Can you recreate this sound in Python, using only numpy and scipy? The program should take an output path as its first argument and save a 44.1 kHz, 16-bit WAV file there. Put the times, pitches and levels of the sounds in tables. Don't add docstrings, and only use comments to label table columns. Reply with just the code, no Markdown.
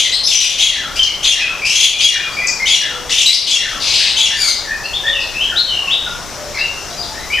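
import sys
import numpy as np
from scipy import signal
from scipy.fft import rfft, irfft, next_fast_len
from scipy.io import wavfile
from scipy.ndimage import uniform_filter1d, minimum_filter1d, map_coordinates

SR = 44100
rng = np.random.default_rng(int(sys.argv[2]) if len(sys.argv) > 2 else 0)


def master(y):
    cut = np.clip(np.atleast_2d(y).T, -1, 1)
    pcm = np.round(cut * 32767)
    wavfile.write(sys.argv[1], SR, pcm.astype(np.int16))


def decibels_to_gain(level_db):
    exponent = np.asarray(level_db, float) / 20
    return 10 ** exponent


N = 326340
LEAD = 0.3
BEAK = signal.butter(6, 2150, "high", fs=SR, output="sos")
STEADY, QUAVER, BURR, LOOSE, LISP, BUZZ = 0.01, 0.0275, 0.08, 0.1, 0.117, 0.19
PIPE = dict(overtone_db=-24.5, settle=1.8, rasp_db=-49, throb_db=3.5, soft=0.13)


def unit(x):
    return x / np.sqrt(np.mean(x ** 2) + 1e-20)


def along(points, hz):
    f, v = np.transpose(points)
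    return np.interp(np.log(hz + 1), np.log(f + 1), v)


def wobble(rate, size):
    knots = rng.standard_normal(int(rate / 4) + 4)
    return map_coordinates(knots, [np.arange(size) * rate / SR])


def stereo(pair, colour):
    # frequency in Hz, likeness of left and right from 0 to 1.
    likeness = [(25, 0.95), (125, 0.21), (300, 0.4), (600, 0.81), (1500, 0.94), (4000, 0.93), (8000, 0.67),
                (13000, 0.1)]
    # frequency in Hz, left over right in dB.
    left_lean = [(25, 4), (125, -2), (500, 1.5), (1500, 2), (3000, 3), (5500, 7), (9000, 1), (13000, 1)]
    size = pair.shape[1]
    padded = next_fast_len(size + 8192)
    hz = np.fft.rfftfreq(padded, 1 / SR)
    spread = np.arccos(np.clip(along(likeness, hz), -1, 1)) / 2
    coloured = rfft(pair, padded) * decibels_to_gain(along(colour, hz))
    mid, side = coloured * [np.cos(spread), np.sin(spread)]
    tilt = decibels_to_gain(along(left_lean, hz) / 2)
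    return irfft([(mid + side) * tilt, (mid - side) / tilt], padded)[:, :size]


def town():
    # time in seconds, traffic level in dB.
    traffic = [(0, -40), (1.05, -38.5), (2.08, -39.5), (2.49, -36.5), (3.54, -39.5), (3.9, -35.5),
               (4.72, -38), (5.44, -37), (7.4, -37)]
    # time in seconds, swell of the rumble in dB.
    passes = [(.62, 3.5), (1.05, 6), (2.7, -1.5), (4.9, 1), (5.45, 3.5), (7.35, 5)]
    # frequency in Hz, level in dB per Hz.
    hum_colour = [(70, -12.5), (120, 0), (260, -5), (390, -2.5), (470, -4.5), (580, -1.5), (1000, -4),
                  (1600, -6.5), (2300, -10), (4300, -11.5), (5600, -5), (7000, -12), (9000, -19),
                  (15500, -28)]
    # frequency in Hz, level in dB per Hz.
    rumble_colour = [(10, -20.5), (30, 2), (45, -5.5), (62, -1.5), (90, -9.5), (200, -32.5)]
    t = np.arange(N) / SR
    traffic_db = np.interp(t, *np.transpose(traffic))
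    lumps_db = 0.4 * map_coordinates(rng.standard_normal(60), [t * 5.8])
    for s, db in passes:
        lumps_db = lumps_db + db * np.exp(-((t - s) / 0.14) ** 2)

    z = signal.stft(rng.standard_normal((2, N)), nperseg=512)[2]
    field = uniform_filter1d(rng.standard_normal(z.shape[1:]), 5, 0)
    field = uniform_filter1d(field, 12, 1)
    patches = decibels_to_gain(1.7 * np.tanh(unit(field)))
    patchy = signal.istft(z * patches, nperseg=512)[1][:, :N]
    hum = decibels_to_gain(traffic_db + 9) * unit(stereo(patchy, hum_colour))
    noise = rng.standard_normal((2, N))
    rumble = decibels_to_gain(traffic_db + 0.5 + lumps_db) * unit(stereo(noise, rumble_colour))
    return hum + rumble


def add(song, s, length, from_hz, to_hz, db, warble_hz,
        overtone_db, settle, rasp_db, throb_db, soft, root_db=0):
    # frequency in Hz, gain in dB.
    throat = [(1000, 18), (2300, -3.5), (3300, 4), (4600, 3.5), (5800, 2.5), (6800, -1.5), (8400, -6.5),
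              (10000, -7.5), (13400, -16.5), (16000, -36)]
    u = np.linspace(0, 1, int(np.clip(length, 0.002, 0.24) * SR))
    flutter, throb, rattle = (wobble(rate, len(u)) for rate in (220, 90, 2600))
    hz = to_hz + (from_hz - to_hz) * (1 - u) ** settle + warble_hz * flutter
    phase = 2 * np.pi * np.cumsum(hz) / SR
    tone = 0
    for k in range(7):
        partial_hz = hz * (k + 1)
        partial_db = overtone_db * k + along(throat, np.abs(hz) * (k + 1))
        if k == 0:
            partial_db = partial_db + root_db
        audible = partial_hz < SR / 2
        tone = tone + decibels_to_gain(partial_db) * audible * np.sin((k + 1) * phase)
    tone = unit(tone)
    haze = signal.sosfilt(BEAK, rattle * tone)
    swell = decibels_to_gain(db + throb_db * throb) * np.abs(np.sin(np.pi * u ** 0.77)) ** soft
    song[round((s + LEAD) * SR):][:len(u)] += swell * (tone + decibels_to_gain(rasp_db) * haze)


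def add_notes(song, notes, warble, **voice):
    for s, length, from_hz, to_hz, db in notes:
        add(song, s, length, from_hz, to_hz, db, warble * (from_hz + to_hz) / 2, **voice)


def chatter(song):
    # start in seconds, length in seconds, start Hz, end Hz, level in dB.
    loose_notes = [(-.08, 0.097, 3205, 3267, -17), (0, 0.08, 3592, 3140, -22),
                   (0.275, 0.092, 3900, 2650, -16), (0.401, 0.049, 3967, 2930, -12),
                   (0.457, 0.065, 3400, 3030, -20), (0.957, 0.032, 2306, 3245, -29.5),
                   (1.651, .11, 2580, 3300, -17.5), (1.8, 0.015, 3790, 2320, -10.5),
                   (3.094, .08, 2812, 3200, -20), (3.172, 0.074, 3303, 3090, -14),
                   (3.257, 0.046, 3920, 2890, -9.5), (3.692, 0.038, 2950, 2870, -30)]
    # start in seconds, length in seconds, start Hz, end Hz, level in dB.
    held_notes = [(0.042, 0.035, 2262, 1870, -22), (1.759, 0.039, 3346, 3400, -12.5),
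                  (1.828, 0.028, 3406, 3280, -8), (1.836, 0.0235, 3044, 2820, -17),
                  (3.14, 0.031, 2576, 2770, -20.5), (3.2, 0.034, 3220, 2840, -20)]
    for notes, warble in [(loose_notes, LOOSE), (held_notes, QUAVER)]:
        add_notes(song, notes, warble, overtone_db=-3, settle=1.3, rasp_db=-4, throb_db=4.5, soft=0.21)


def risers(song):
    # start in seconds, length in seconds, start Hz, end Hz, level in dB.
    rising_notes = [(0.122, 0.033, 3820, 4256, -10.5), (0.235, 0.044, 4890, 5380, -15),
                    (3.327, 0.032, 4140, 5600, -9.5), (3.357, 0.031, 5400, 4420, -25)]
    add_notes(song, rising_notes, 0.0094,
              overtone_db=-6.5, settle=1.6, rasp_db=-2.5, throb_db=-3, soft=0.21)


def pipes(song):
    # start in seconds, length in seconds, start Hz, end Hz, level in dB.
    quavers = [(0.155, 0.11, 4300, 4140, -24), (.345, 0.0294, 6150, 5800, -12),
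               (.425, 0.031, 6100, 5880, -18.5), (1.07, 0.024, 2550, 2100, -23.5),
               (1.395, 0.039, 2480, 2575, -18.5), (2.32, 0.024, 4350, 4880, -30),
               (2.368, 0.027, 2425, 2395, -21), (2.401, 0.029, 2290, 1980, -23.5),
               (2.42, 0.057, 2404, 2477, -21.5), (2.599, 0.049, 2091, 2160, -20.5),
               (3.306, 0.034, 3140, 4300, -11), (3.4, 0.014, 4450, 4760, -16),
               (4.645, 0.034, 1953, 1726, -29.5), (4.675, 0.052, 1690, 1847, -22),
               (5.492, 0.031, 1720, 1890, -30), (5.507, 0.038, 1850, 1375, -27),
               (6.545, 0.032, 2280, 2130, -22.5), (6.575, 0.012, 1970, 1780, -30),
               (6.976, 0.037, 4860, 4750, -26.5), (7.357, 0.067, 2140, 1760, -23)]
    # start in seconds, length in seconds, start Hz, end Hz, level in dB.
    whistles = [(0.972, 0.0235, 2744, 3207, -24), (.993, 0.023, 3207, 3090, -8.5),
                (1.025, 0.04, 3096, 2850, -18.5), (1.478, 0.026, 2593, 2580, -21),
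                (1.619, 0.041, 2297, 2586, -19), (1.93, 0.032, 2440, 2430, -27),
                (2.14, 0.027, 2430, 2340, -21), (2.197, 0.03, 2460, 2450, -24)]
    # start in seconds, length in seconds, start Hz, end Hz, level in dB.
    flurries = [(2.468, 0.025, 5680, 4820, -15.5), (4.83, 0.035, 5280, 4240, -28),
                (3.98, 0.1, 2216, 2030, -27), (4.477, 0.025, 5080, 5040, -18.5),
                (4.486, 0.019, 3700, 3270, -19.5), (5.202, 0.038, 4810, 4280, -26.5),
                (6.55, 0.061, 5420, 4220, -26.5), (6.777, 0.18, 5900, 5680, -42),
                (6.88, 0.043, 5840, 3800, -38), (7.02, 0.032, 4640, 3390, -30)]
    for notes, warble in [(quavers, QUAVER), (whistles, STEADY), (flurries, LISP)]:
        add_notes(song, notes, warble, **PIPE)


def chips(song):
    # start in seconds, length in seconds, start Hz, end Hz, level in dB.
    sweeps = [(0.31, 0.0043, 6400, 5420, -20), (0.335, 0.0043, 6440, 5350, -4.5),
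              (1.03, 0.0072, 6400, 5400, -12.5), (1.031, 0.012, 5070, 4260, -20),
              (1.303, 0.005, 6400, 5300, -23), (1.66, .012, 7830, 4570, -25),
              (1.708, 0.0054, 6150, 5600, -16), (1.753, 0.012, 7420, 5250, -14),
              (2.47, .006, 8560, 5500, -15.5), (3.104, .015, 7980, 4450, -25),
              (3.215, 0.0093, 7630, 5740, -12), (3.505, 0.016, 8380, 4880, -16.5)]
    add_notes(song, sweeps, 0.04, overtone_db=-10, settle=1.3, rasp_db=-4, throb_db=2, soft=0.3)


def buzzes(song):
    # start in seconds, length in seconds, start Hz, end Hz, level in dB.
    harsh_notes = [(0.53, 0.21, 2980, 4300, -29), (1.245, 0.025, 4200, 2550, -21),
                   (1.66, 0.12, 3100, 6510, -36), (2.0, 0.047, 3000, 4380, -16),
                   (3.47, 0.031, 4250, 3020, -20.5), (3.795, 0.12, 4365, 3900, -23.5),
                   (3.835, 0.123, 4220, 4260, -22), (3.91, 0.16, 4220, 3926, -16.5),
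                   (4.0, 0.15, 3920, 3564, -18)]
    # start in seconds, length in seconds, start Hz, end Hz, level in dB.
    burrs = [(2.715, 0.066, 2984, 3833, -20.5), (3.5, 0.048, 4380, 4460, -34), (3.85, .23, 3080, 2460, -29)]
    for notes, warble in [(harsh_notes, BUZZ), (burrs, BURR)]:
        add_notes(song, notes, warble, overtone_db=-7, settle=1.4, rasp_db=4.5, throb_db=-2.5, soft=1)


def refrain(song):
    # seconds after the phrase starts, length in seconds, start Hz, end Hz, warble in Hz.
    phrase = [
        (-.006, .04, 2826, 3689, 218.5),
        (0.015, 0.0245, 2644, 2284, 150),
        (0.032, 0.052, 3427, 3283, 80.2),
        (0.082, 0.0262, 2883, 2813, 65),
        (0.107, .09, 2159, 1723, 133.8),
        (0.194, .12, 1741, 1230, 95.5),
    ]
    # start in seconds, then levels in dB of the squeak, rasp, held note and step.
    renditions = [(0.589, -18, -12, -9, -18), (1.235, -24, -12.5, -7.5, -11),
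                  (1.993, -18, -13, -6.5, -11.5), (2.662, -14.5, -15, -8, -10),
                  (3.471, -31, -15.5, -11, -12), (4.172, -17.5, -8.5, -8.5, -12)]
    for s, squeak_db, rasp_db, held_db, step_db in renditions:
        levels = [rasp_db, squeak_db, held_db, step_db, -21.5, -31.5]
        for (after, length, from_hz, to_hz, warble_hz), db in zip(phrase, levels):
            add(song, s + after, length, from_hz, to_hz, db, warble_hz,
                overtone_db=-4.5, settle=1.3, rasp_db=-8, throb_db=1.5, soft=0.48)


def coos(song):
    # start in seconds, length in seconds, pitch in Hz, level in dB.
    low_calls = [(0.741, 0.15, 293.6, -46.5), (2.9, 0.15, 497, -43), (4.16, 0.085, 909, -38),
                 (5.042, 0.17, 564, -43), (5.8, 0.084, 1118, -40), (6.352, 0.3, 598, -44),
                 (6.888, 0.079, 707, -41), (7.092, 0.02, 887, -33)]
    sag = 0.023
    notes = [(s, length, hz, hz * (1 - sag), db) for s, length, hz, db in low_calls]
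    add_notes(song, notes, STEADY, **PIPE)


def squeaks(song):
    # start in seconds, length in seconds, start Hz, end Hz, level in dB.
    squeaky_notes = [(4.341, 0.05, 2276, 2300, -24), (4.388, 0.0508, 2418, 2266, -16.5),
                     (4.435, 0.065, 2290, 2168, -15.5)]
    add_notes(song, squeaky_notes, QUAVER, overtone_db=-1.5, settle=1.29, rasp_db=-6.5,
              throb_db=3, soft=0.31, root_db=-6.5)


def melody(song):
    # start in seconds, length in seconds, start Hz, end Hz, level in dB.
    slurs = [(4.71, 0.028, 2430, 2530, -31.5), (4.933, 0.036, 3130, 3734, -17),
             (4.837, 0.034, 2510, 2796, -25.5), (5.036, 0.081, 1697, 1897, -19.5),
             (5.065, 0.036, 3204, 3700, -15), (5.125, .1, 3080, 2550, -21), (5.34, 0.057, 2416, 2730, -22),
             (5.393, 0.055, 2577, 3258, -15), (5.56, 0.049, 3295, 4340, -11.5),
             (5.674, 0.12, 3230, 2796, -18.5), (5.873, 0.022, 2574, 2764, -16.5),
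             (5.9, 0.045, 2794, 3820, -11), (6.058, 0.054, 1516, 1386, -26.5),
             (6.584, 0.0767, 2546, 2833, -18), (7.14, 0.039, 1680, 1887, -32.5),
             (7.174, 0.086, 1860, 2106, -37.5), (7.171, 0.077, 3870, 3970, -41),
             (7.301, 0.054, 2190, 2518, -18.5), (7.33, 0.029, 2820, 3080, -18)]
    add_notes(song, slurs, STEADY, overtone_db=-24, settle=2.1, rasp_db=-17, throb_db=1, soft=0.35)


def birds():
    song = np.zeros(N + 2 * SR)
    for sing in (chatter, risers, pipes, chips, buzzes, refrain, coos, squeaks, melody):
        sing(song)
    return song


def aviary(x):
    # frequency in Hz, time to die by 60 dB in seconds.
    wall_decay = [(500, 1), (1500, 0.58), (3000, 0.65), (6000, 0.45), (12000, 0.38)]
    hz, t, z = signal.stft(rng.standard_normal((2, SR)), SR, nperseg=256)
    fade = decibels_to_gain(-60 * t / along(wall_decay, hz)[:, None])
    fade = fade + 0.63 * decibels_to_gain(-60 * t / 0.28)
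    tail = signal.istft(z * fade, SR, nperseg=256)[1]
    build_up = 1 - np.exp(-np.arange(tail.shape[1]) / SR / 0.0094)
    tail = tail * build_up / np.linalg.norm(tail[0])
    tail[0, 0] = decibels_to_gain(-6)
    heard = signal.fftconvolve(x[None], tail, axes=1)[:, round(LEAD * SR):][:, :N]
    return stereo(heard, [(100, 0)])


def scene():
    return decibels_to_gain(4.5) * aviary(birds()) + town()


def low_pass(x):
    return signal.sosfilt(signal.butter(12, 15360, fs=SR, output="sos"), x)


def record(dry):
    loudest = np.max(dry ** 2, axis=0)
    power = -minimum_filter1d(-loudest, size=661, origin=330)
    for seconds in (0.006, 0.04):
        memory = np.exp(-1 / (seconds * SR))
        power = signal.lfilter([1 - memory], [1, -memory], power)
    x = dry / (1 + power / decibels_to_gain(0.5)) ** 0.48
    x = x / (1 + np.abs(x) ** 8) ** (1 / 8)
    in_band = np.fft.rfftfreq(N, 1 / SR) < 15360
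    x = irfft(rfft(x) * in_band, N)
    return low_pass(x)


dry = scene()
out = record(dry)
master(out)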